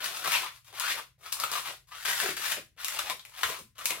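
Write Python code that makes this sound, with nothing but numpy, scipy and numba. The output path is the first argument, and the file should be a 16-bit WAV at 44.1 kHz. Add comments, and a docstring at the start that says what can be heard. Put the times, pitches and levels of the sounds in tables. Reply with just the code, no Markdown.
"""A blown-up modelling balloon rasps as fingers roll and coil its end in seven strokes.
The skin sticks and slips on the rubber, and the many tiny slips make the balloon's wall ring.
Slips that fall into a steady rhythm become gliding squeaks. The rubber snaps where it lets go,
and fingertips knock softly on the tube. A small, bare room adds its echo and a faint rumble and hiss."""
import sys
import numpy as np
from scipy import signal
from scipy.fft import rfft, irfft
from scipy.io import wavfile
from scipy.ndimage import uniform_filter1d
from numba import njit

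SR = 44100
rng = np.random.default_rng(int(sys.argv[2]) if len(sys.argv) > 2 else 0)


def generate_wav(signal):
    """Clip the signal to [-1, 1] and save it as 16-bit WAV at the path in sys.argv[1]."""
    frames = np.transpose(np.atleast_2d(signal))
    scaled = np.clip(frames, -1, 1) * 32767
    pcm = np.round(scaled).astype(np.int16)
    wavfile.write(sys.argv[1], SR, pcm)


N = 176400


def undb(db):
    """Turn decibels into a number to multiply by."""
    return 10 ** (np.asarray(db) / 20)


def unit(x):
    """Scale a sound so its average level (rms) is 1."""
    return x / np.sqrt(np.mean(x ** 2))


def unit_energy(x):
    """Scale a sound so its total energy is 1."""
    return x / np.sqrt(np.sum(x ** 2))


def even(x):
    """Even out slow swells, holding the level near 1."""
    return x / np.sqrt(uniform_filter1d(x ** 2, size=1500) + 1e-9)


def colour(x, points):
    """Shape the tone along (frequency [Hz], level [dB]) points."""
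    hz, db = np.array(points, float).T
    f = np.maximum(np.fft.rfftfreq(4096, 1 / SR), 1)
    cepstrum = irfft(np.log(undb(np.interp(np.log(f), np.log(hz), db))))
    cepstrum[1:2048] *= 2  # folded so the filter rings only after a sound, never before
    cepstrum[2049:] = 0
    return signal.fftconvolve(x, irfft(np.exp(rfft(cepstrum))))[:len(x)]


def delay(x, seconds):
    """Make a sound arrive later, even by part of a sample."""
    f = np.fft.rfftfreq(len(x), 1 / SR)
    return irfft(rfft(x) * np.exp(-2j * np.pi * f * seconds), len(x))


def wander(per_second):
    """A smooth random wobble with a typical size of 1."""
    hold = int(SR / per_second)
    return unit(uniform_filter1d(rng.standard_normal(N)[np.arange(N) // hold], hold))


@njit
def resonate(x, hz, width):
    """Keep the sound near a moving pitch; width is a share of that pitch."""
    y, band, low = np.empty(len(x)), 0., 0.
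    for i in range(len(x)):
        g = np.tan(np.pi * hz[i] / SR)
        v = (band + g * (x[i] - low)) / (1 + g * (g + width))
        band, low, y[i] = 2 * v - band, low + 2 * g * v, width * v
    return y


# Tone of the room's own noise: (frequency [Hz], relative level [dB])
AIR_TONE = [(20, -46), (42, 11), (75, 9.5), (120, 14), (170, 3.5), (260, -46), (600, -40), (2000, -13),
            (16000, -51)]
def air(level_db=-70):
    """Faint rumble and hiss of the room, mostly shared by left and right."""
    shared, left, right = (unit(colour(rng.standard_normal(N), AIR_TONE)) for _ in range(3))
    return undb(level_db) * (np.array([[1.2], [.8]]) * shared + 0.48 * np.array([left, right]))


# How long the echo lasts: (frequency [Hz], time to fade by 60 dB [s])
ECHO_FADE = [(150, 0.36), (600, 0.14), (2000, 0.22), (6000, 0.25), (15000, 0.25)]
def reflections(alike_below_hz=740, build_up_s=0.0021):
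    """The walls' echo of a click from one spot, alike on both sides in the bass."""
    t = np.arange(16384) / SR
    f = np.fft.rfftfreq(len(t), 1 / SR)
    mid, side = rfft(rng.standard_normal((2, len(t))))
    alike = 1 / (1 + (f / alike_below_hz) ** 2)
    spectrum = mid * np.sqrt(1 + alike) + np.array([[1], [-1]]) * side * np.sqrt(1 - alike)
    hz, fades = np.array(ECHO_FADE).T
    tail = 0
    for share, fade_s in zip(np.eye(len(hz)), fades):
        band = irfft(spectrum * np.interp(np.log(f + 1), np.log(hz), share), len(t))
        tail += band * undb(-60 * t / fade_s)
    return np.sqrt(2) * unit_energy(tail * np.clip(2 * t / build_up_s - 1, 0, 1))


# Notes the room rings at, its standing waves: (pitch [Hz], relative level [dB])
ROOM_NOTES = [(297, -32), (624, -32), (753, -31), (1023, -34), (1311, -35), (1442, -34), (1936, -33),
              (2476, -34)]
def room(x, move_s=.016, ring_s=.26):
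    """Every move_s a new spot of the balloon sounds, with its own echo; the room's notes stay put."""
    hop, out = int(move_s * SR), np.zeros((2, 2 * N))
    fade = np.sin(np.pi * np.arange(2 * hop) / (2 * hop))
    padded = np.pad(x, (hop, 2 * hop))
    for i in range(0, N + hop, hop):
        echo = signal.fftconvolve((padded[i:i + 2 * hop] * fade)[None], reflections(), axes=1)
        out[:, i:i + echo.shape[1]] += echo
    t = np.arange(SR // 2) / SR
    dying = undb(-60 * t / ring_s)
    notes = sum(undb(db) * unit_energy(np.sin(2 * np.pi * hz * t) * dying) for hz, db in ROOM_NOTES)
    return out[:, hop:hop + N] + signal.fftconvolve(x, notes)[:N]


# Soft finger bumps: (time [s], relative level [dB], pitch [Hz])
FINGER_KNOCKS = [(2.289, -28.5, 363), (2.576, -37, 402), (3.001, -56, 81), (3.444, -49.5, 77),
                 (3.61, -47.5, 200), (3.912, -41, 388)]
def knocking(decay_cycles=1.1):
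    """A fingertip bumps the tube, which swings a few times."""
    out = np.zeros(N)
    for start, db, hz in FINGER_KNOCKS:
        cycles = np.maximum(np.arange(N) / SR - start, 0) * hz
        swing = (1 - np.exp(-2 * cycles)) * np.exp(-cycles / decay_cycles)
        out += 2 * undb(db) * np.sin(2 * np.pi * cycles) * swing
    return out


GRIP_CHANGES_PER_S, GRIP_DB = 190.4, 2  # the changing grip makes squeaks and slips flutter

# Squeaks: (start [s], end [s], first pitch [Hz], last pitch [Hz], relative level [dB])
SQUEAK_GLIDES = [(.245, .3, 1440, 1170, -39), (.318, .37, 880, 980, -39), (.326, .378, 2950, 2250, -32),
                 (.81, .945, 1270, 2150, -35.5), (2.212, 2.3, 460, 350, -42)]
def squeaking(wobble=.045, wobbles_per_s=500, overtone_db=-8):
    """Slips lock into a steady rhythm: a gliding, slightly shaky tone with two overtones."""
    t, out = np.arange(N) / SR, np.zeros(N)
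    for start, end, first_hz, last_hz, db in SQUEAK_GLIDES:
        along = np.clip((t - start) / (end - start), 0, 1)
        hz = first_hz * (last_hz / first_hz) ** along * (1 + wobble * wander(wobbles_per_s))
        phase = 2 * np.pi * np.cumsum(hz) / SR
        tone = unit(sum(undb(overtone_db * k) * np.sin((k + 1) * phase) for k in range(3)))
        swell = 2 * np.sqrt(along * (1 - along))
        out += undb(db + GRIP_DB * wander(GRIP_CHANGES_PER_S)) * tone * swell
    return out


# Snaps, with relative levels: (time [s], thump [dB], crack [dB], tick [dB], ring pitch [Hz])
RUBBER_SNAPS = [(0.021, -61, -31.5, -50, 2820), (0.043, -53, -25, -30.5, 4100),
                (0.258, -40, -23, -37, 1140), (0.275, -60, -27, -34, 1130), (0.32, -58, -23.5, -28.5, 2080),
                (0.431, -49.5, -26.5, -48, 1030), (0.728, -60, -43, -53, 960),
                (0.798, -56, -28.5, -27.5, 3070), (1.3222, -57, -27, -33.5, 2750),
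                (1.326, -70, -30.5, -26, 4050), (1.4, -63, -27.5, -29.5, 4180),
                (1.4358, -64, -18.5, -36, 1290), (1.439, -38, -24, -31.5, 1280),
                (1.516, -36, -32, -30.5, 1250), (2.051, -61, -27, -39.5, 2310), (2.26, -61, -29, -38, 1400),
                (2.29, -32, -25, -49, 1900), (2.367, -60, -44, -37.5, 2000), (2.576, -34.5, -40, -46, 2630),
                (2.8459, -75, -26.5, -27.5, 2730), (2.883, -70, -27, -29.5, 2040),
                (2.9892, -42, -24.5, -33, 2880), (2.992, -56, -24, -29.5, 1380),
                (3.099, -38.5, -23, -32, 1020), (3.195, -72, -37.5, -49, 3360),
                (3.251, -74, -38, -46.5, 2320), (3.4324, -70, -16.5, -31.5, 1530),
                (3.433, -58, -18, -30, 2920), (3.439, -36, -22, -34, 1760), (3.7818, -69, -42, -47.5, 2820),
                (3.8564, -53.5, -21.5, -21.5, 2300), (3.906, -29.5, -22.5, -28.5, 2300)]
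def snapping(ring_width=0.44, ring_db=1.5):
    """The rubber lets go: a low thump, a crack that rings the balloon's wall and a bright tick."""
    out, t = np.zeros(2 * N), np.arange(2048) / SR
    decay_s = np.array([[0.0014], [0.0029], [0.00079]])  # thump, crack, tick
    for start, thump_db, crack_db, tick_db, hz in RUBBER_SNAPS:
        bursts = rng.standard_normal((3, len(t))) * np.exp(-t / decay_s)
        flat = irfft(np.exp(1j * np.angle(rfft(bursts))))  # every frequency equally strong
        thump, crack, tick = flat * (t < t[-1] / 2)
        pitch = np.full(len(t), float(hz))
        ring = resonate(resonate(crack, pitch, ring_width), pitch, ring_width)
        wall = unit_energy(colour(crack, RASP_TONE)) + undb(ring_db) * unit_energy(ring)
        snap = (undb(thump_db - 8) * unit_energy(colour(thump, THRUM_TONE))
                + undb(crack_db - 3.5) * unit_energy(wall)
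                + undb(tick_db + 2.5) * unit_energy(colour(tick, TREBLE_TONE)))
        i = int(start * SR)
        out[i:i + len(t)] += snap * np.sqrt(.004 * SR)  # as much energy as 4 ms at these levels
    return out[:N]


# The balloon's low, middle and high tone, shared with the snaps: (frequency [Hz], relative level [dB])
THRUM_TONE = [(60, -35), (150, 0.5), (250, -10.5), (380, 3), (550, 7), (700, 2), (1000, -11.5),
              (2000, -85.5)]
RASP_TONE = [(250, -24), (500, -8.5), (750, -5.5), (1100, 3), (1900, 2.5), (2800, 4), (4200, -2.5),
             (5500, -8), (9000, -34)]
TREBLE_TONE = [(1500, -65), (3500, -1), (5000, 0.5), (7000, 1.5), (10000, 2), (13500, -1), (16000, -8.5)]
# Low groan of the tube: (time [s], pitch [Hz])
TUBE_GROAN = [(.28, 630), (.45, 745), (1.55, 680), (1.72, 570), (2.1, 555), (2.23, 430), (2.3, 345),
              (2.55, 483), (3.11, 650), (3.5, 477), (3.62, 216), (3.8, 560)]
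# Ring of the stretched patch under the fingers: (time [s], pitch [Hz], relative level [dB])
PATCH_RING = [(.21, 1530, -4), (.25, 1340, 11), (.29, 1130, -16), (.32, 1490, -18), (.337, 2630, 11),
              (.375, 2290, -8), (.435, 1060, 5), (0.749, 1000, -8), (.83, 1240, 4), (.89, 1620, 1),
              (.94, 2220, 1), (0.976, 1030, 9), (1.269, 1210, 4), (1.37, 960, 10), (1.46, 1330, -1),
              (1.57, 1200, 7.5), (1.72, 840, 3), (1.93, 1050, 7), (2.07, 1870, 1), (2.3, 1470, 0),
              (2.52, 1720, 1), (2.8, 1300, 1), (3.11, 814, -6), (3.55, 1050, 8.5), (3.82, 1040, 7.5)]
def balloon_wall(slips, patch_width=.18, groan_width=0.97, groan_db=6.5):
    """Slips make the tube groan and the stretched patch ring, giving thrum, rasp and treble."""
    t = np.arange(N) / SR
    times, hz, db = np.array(PATCH_RING).T
    patch_hz = np.interp(t, times, hz) * np.exp(.07 * wander(per_second=30))  # the stretch is unsteady
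    groan_hz = np.interp(t, *np.array(TUBE_GROAN).T)
    thrum, rasp, treble = (colour(slips, tone) for tone in (THRUM_TONE, RASP_TONE, TREBLE_TONE))
    thrum = thrum + undb(groan_db) * resonate(thrum, groan_hz, groan_width)
    rasp = rasp + undb(np.interp(t, times, db) - 0.5) * resonate(rasp, patch_hz, patch_width)
    return even(thrum) * undb(-9), even(rasp) * undb(1.5), even(treble) * undb(1)


# One list of relative levels for each stroke: (time [s], thrum [dB], rasp [dB], treble [dB])
FINGER_STROKES = [
    [(0, -44, -42, -48), (0.06, -45.5, -37, -36.5), (0.1, -44.5, -44, -47), (0.17, -49, -42, -40.5),
     (0.22, -45, -47, -48), (0.24, -41.5, -35.5, -38), (0.28, -30.5, -34, -36.5), (0.31, -55, -34, -38.5),
     (0.325, -42, -30.5, -29), (0.35, -62, -27, -32.5), (0.39, -42, -39, -42.5), (0.44, -43.5, -42, -42.5),
     (0.475, -87, -37, -57), (0.5, -83, -64, -63), (0.57, -99, -59, -56), (0.61, -89, -83, -88)],
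    [(0.643, -88, -67.5, -61), (0.69, -58, -56.5, -57), (0.722, -59, -64, -75), (0.74, -40.5, -49.5, -51.5),
     (0.77, -80, -44.5, -48), (0.805, -80, -37.5, -42), (0.86, -70, -35.5, -39), (0.915, -66, -31.5, -35),
     (0.945, -42.5, -47.5, -47.5), (0.99, -43.5, -37, -43.5), (1.02, -49, -60, -81), (1.06, -95, -91, -77)],
    [(1.18, -66, -81, -74), (1.26, -51, -43.5, -48), (1.3, -72, -54, -55.5), (1.38, -53, -46.5, -49),
     (1.42, -42.5, -37.5, -39), (1.46, -42.5, -49, -49), (1.513, -70, -40.5, -49),
     (1.53, -38, -34.5, -35.5), (1.58, -40, -33.5, -40.5), (1.61, -57, -48.5, -46),
     (1.645, -81, -47, -48.5), (1.665, -47.5, -35, -39.5), (1.715, -39.5, -47, -50.5),
     (1.79, -102, -76, -69)],
    [(1.87, -98, -69, -62), (1.908, -61, -57.5, -61), (1.925, -71, -43.5, -55), (1.97, -69, -48.5, -51),
     (2.045, -70, -47, -46.5), (2.056, -44, -31, -34), (2.1, -36, -32.5, -33), (2.17, -64, -39, -39),
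     (2.2, -63, -31, -31), (2.235, -31, -34, -36.5), (2.31, -48.5, -39, -39.5), (2.355, -71, -56, -58),
     (2.372, -82, -37, -38.5), (2.395, -41, -44, -42.5), (2.455, -76, -33.5, -34),
     (2.495, -82, -39.5, -39.5), (2.52, -38, -30, -28), (2.55, -52, -49, -76), (2.575, -41.5, -41, -58),
     (2.62, -81, -65, -63)],
    [(2.762, -58, -78, -73), (2.78, -59, -50.5, -59), (2.81, -76, -44.5, -44), (2.87, -70, -46, -51),
     (2.95, -43, -41.5, -38.5), (3.0, -50, -39, -52), (3.04, -43, -47, -49), (3.07, -44, -39.5, -44),
     (3.097, -46, -41, -47), (3.103, -41.5, -26.5, -31.5), (3.135, -42, -80, -74), (3.22, -85, -73, -84),
     (3.3, -55, -61, -54.5)],
    [(3.31, -99, -60.5, -64.5), (3.39, -51, -44, -45), (3.45, -51, -46, -42), (3.5, -33, -39, -39),
     (3.55, -61, -43, -51), (3.6, -45, -55, -48.5), (3.66, -91, -89, -95)],
    [(3.75, -65, -67, -67), (3.779, -68, -56.5, -66), (3.785, -50, -46.5, -46), (3.82, -50, -43.5, -51.5),
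     (3.85, -46, -51, -45), (3.9, -54, -40.5, -38), (3.93, -46, -41.5, -52), (3.98, -45, -51, -54),
     (4.0, -63, -46, -47)],
]
def rubbing(slips_per_s=2000, scatter_db=3, settle_s=0.0037):
    """Fingers stick and slip on the rubber; tiny slips come in flurries as the grip changes."""
    t, out = np.arange(N) / SR, np.zeros(N)
    sizes = undb(scatter_db * np.minimum(rng.exponential(size=N), 4))
    slips = (rng.random(N) < slips_per_s / SR) * sizes * rng.choice([-1, 1], N)
    grip = undb(GRIP_DB * wander(GRIP_CHANGES_PER_S))
    layers = balloon_wall(even(slips * grip))
    for stroke in FINGER_STROKES:
        times, *levels = np.array(stroke).T
        touching = (t >= times[0]) & (t <= times[-1])
        settle = np.minimum((t[touching] - times[0]) / settle_s, 1)  # the fingers settle on the rubber
        for layer, db in zip(layers, levels):
            out[touching] += settle * layer[touching] * undb(np.interp(t[touching], times, db))
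    return out


def scene(direct_db=-4, direct_pan_db=6.5, room_db=-2, room_pan_db=2.5, left_lag_s=.00006):
    """The balloon in its room: louder on the left, and reaching the right a hair sooner."""
    balloon = rubbing() + squeaking() + snapping() + knocking()
    sides = np.array([[.5], [-.5]])
    direct = np.array([delay(balloon, left_lag_s), balloon]) * undb(direct_db + direct_pan_db * sides)
    return direct + room(balloon) * undb(room_db + room_pan_db * sides) + air()


def record(dry, top_hz=16100):
    """Cut away the very highest treble."""
    return signal.sosfilt(signal.ellip(10, .2, 70, top_hz, fs=SR, output="sos"), dry)


dry = scene()
out = record(dry)
generate_wav(out)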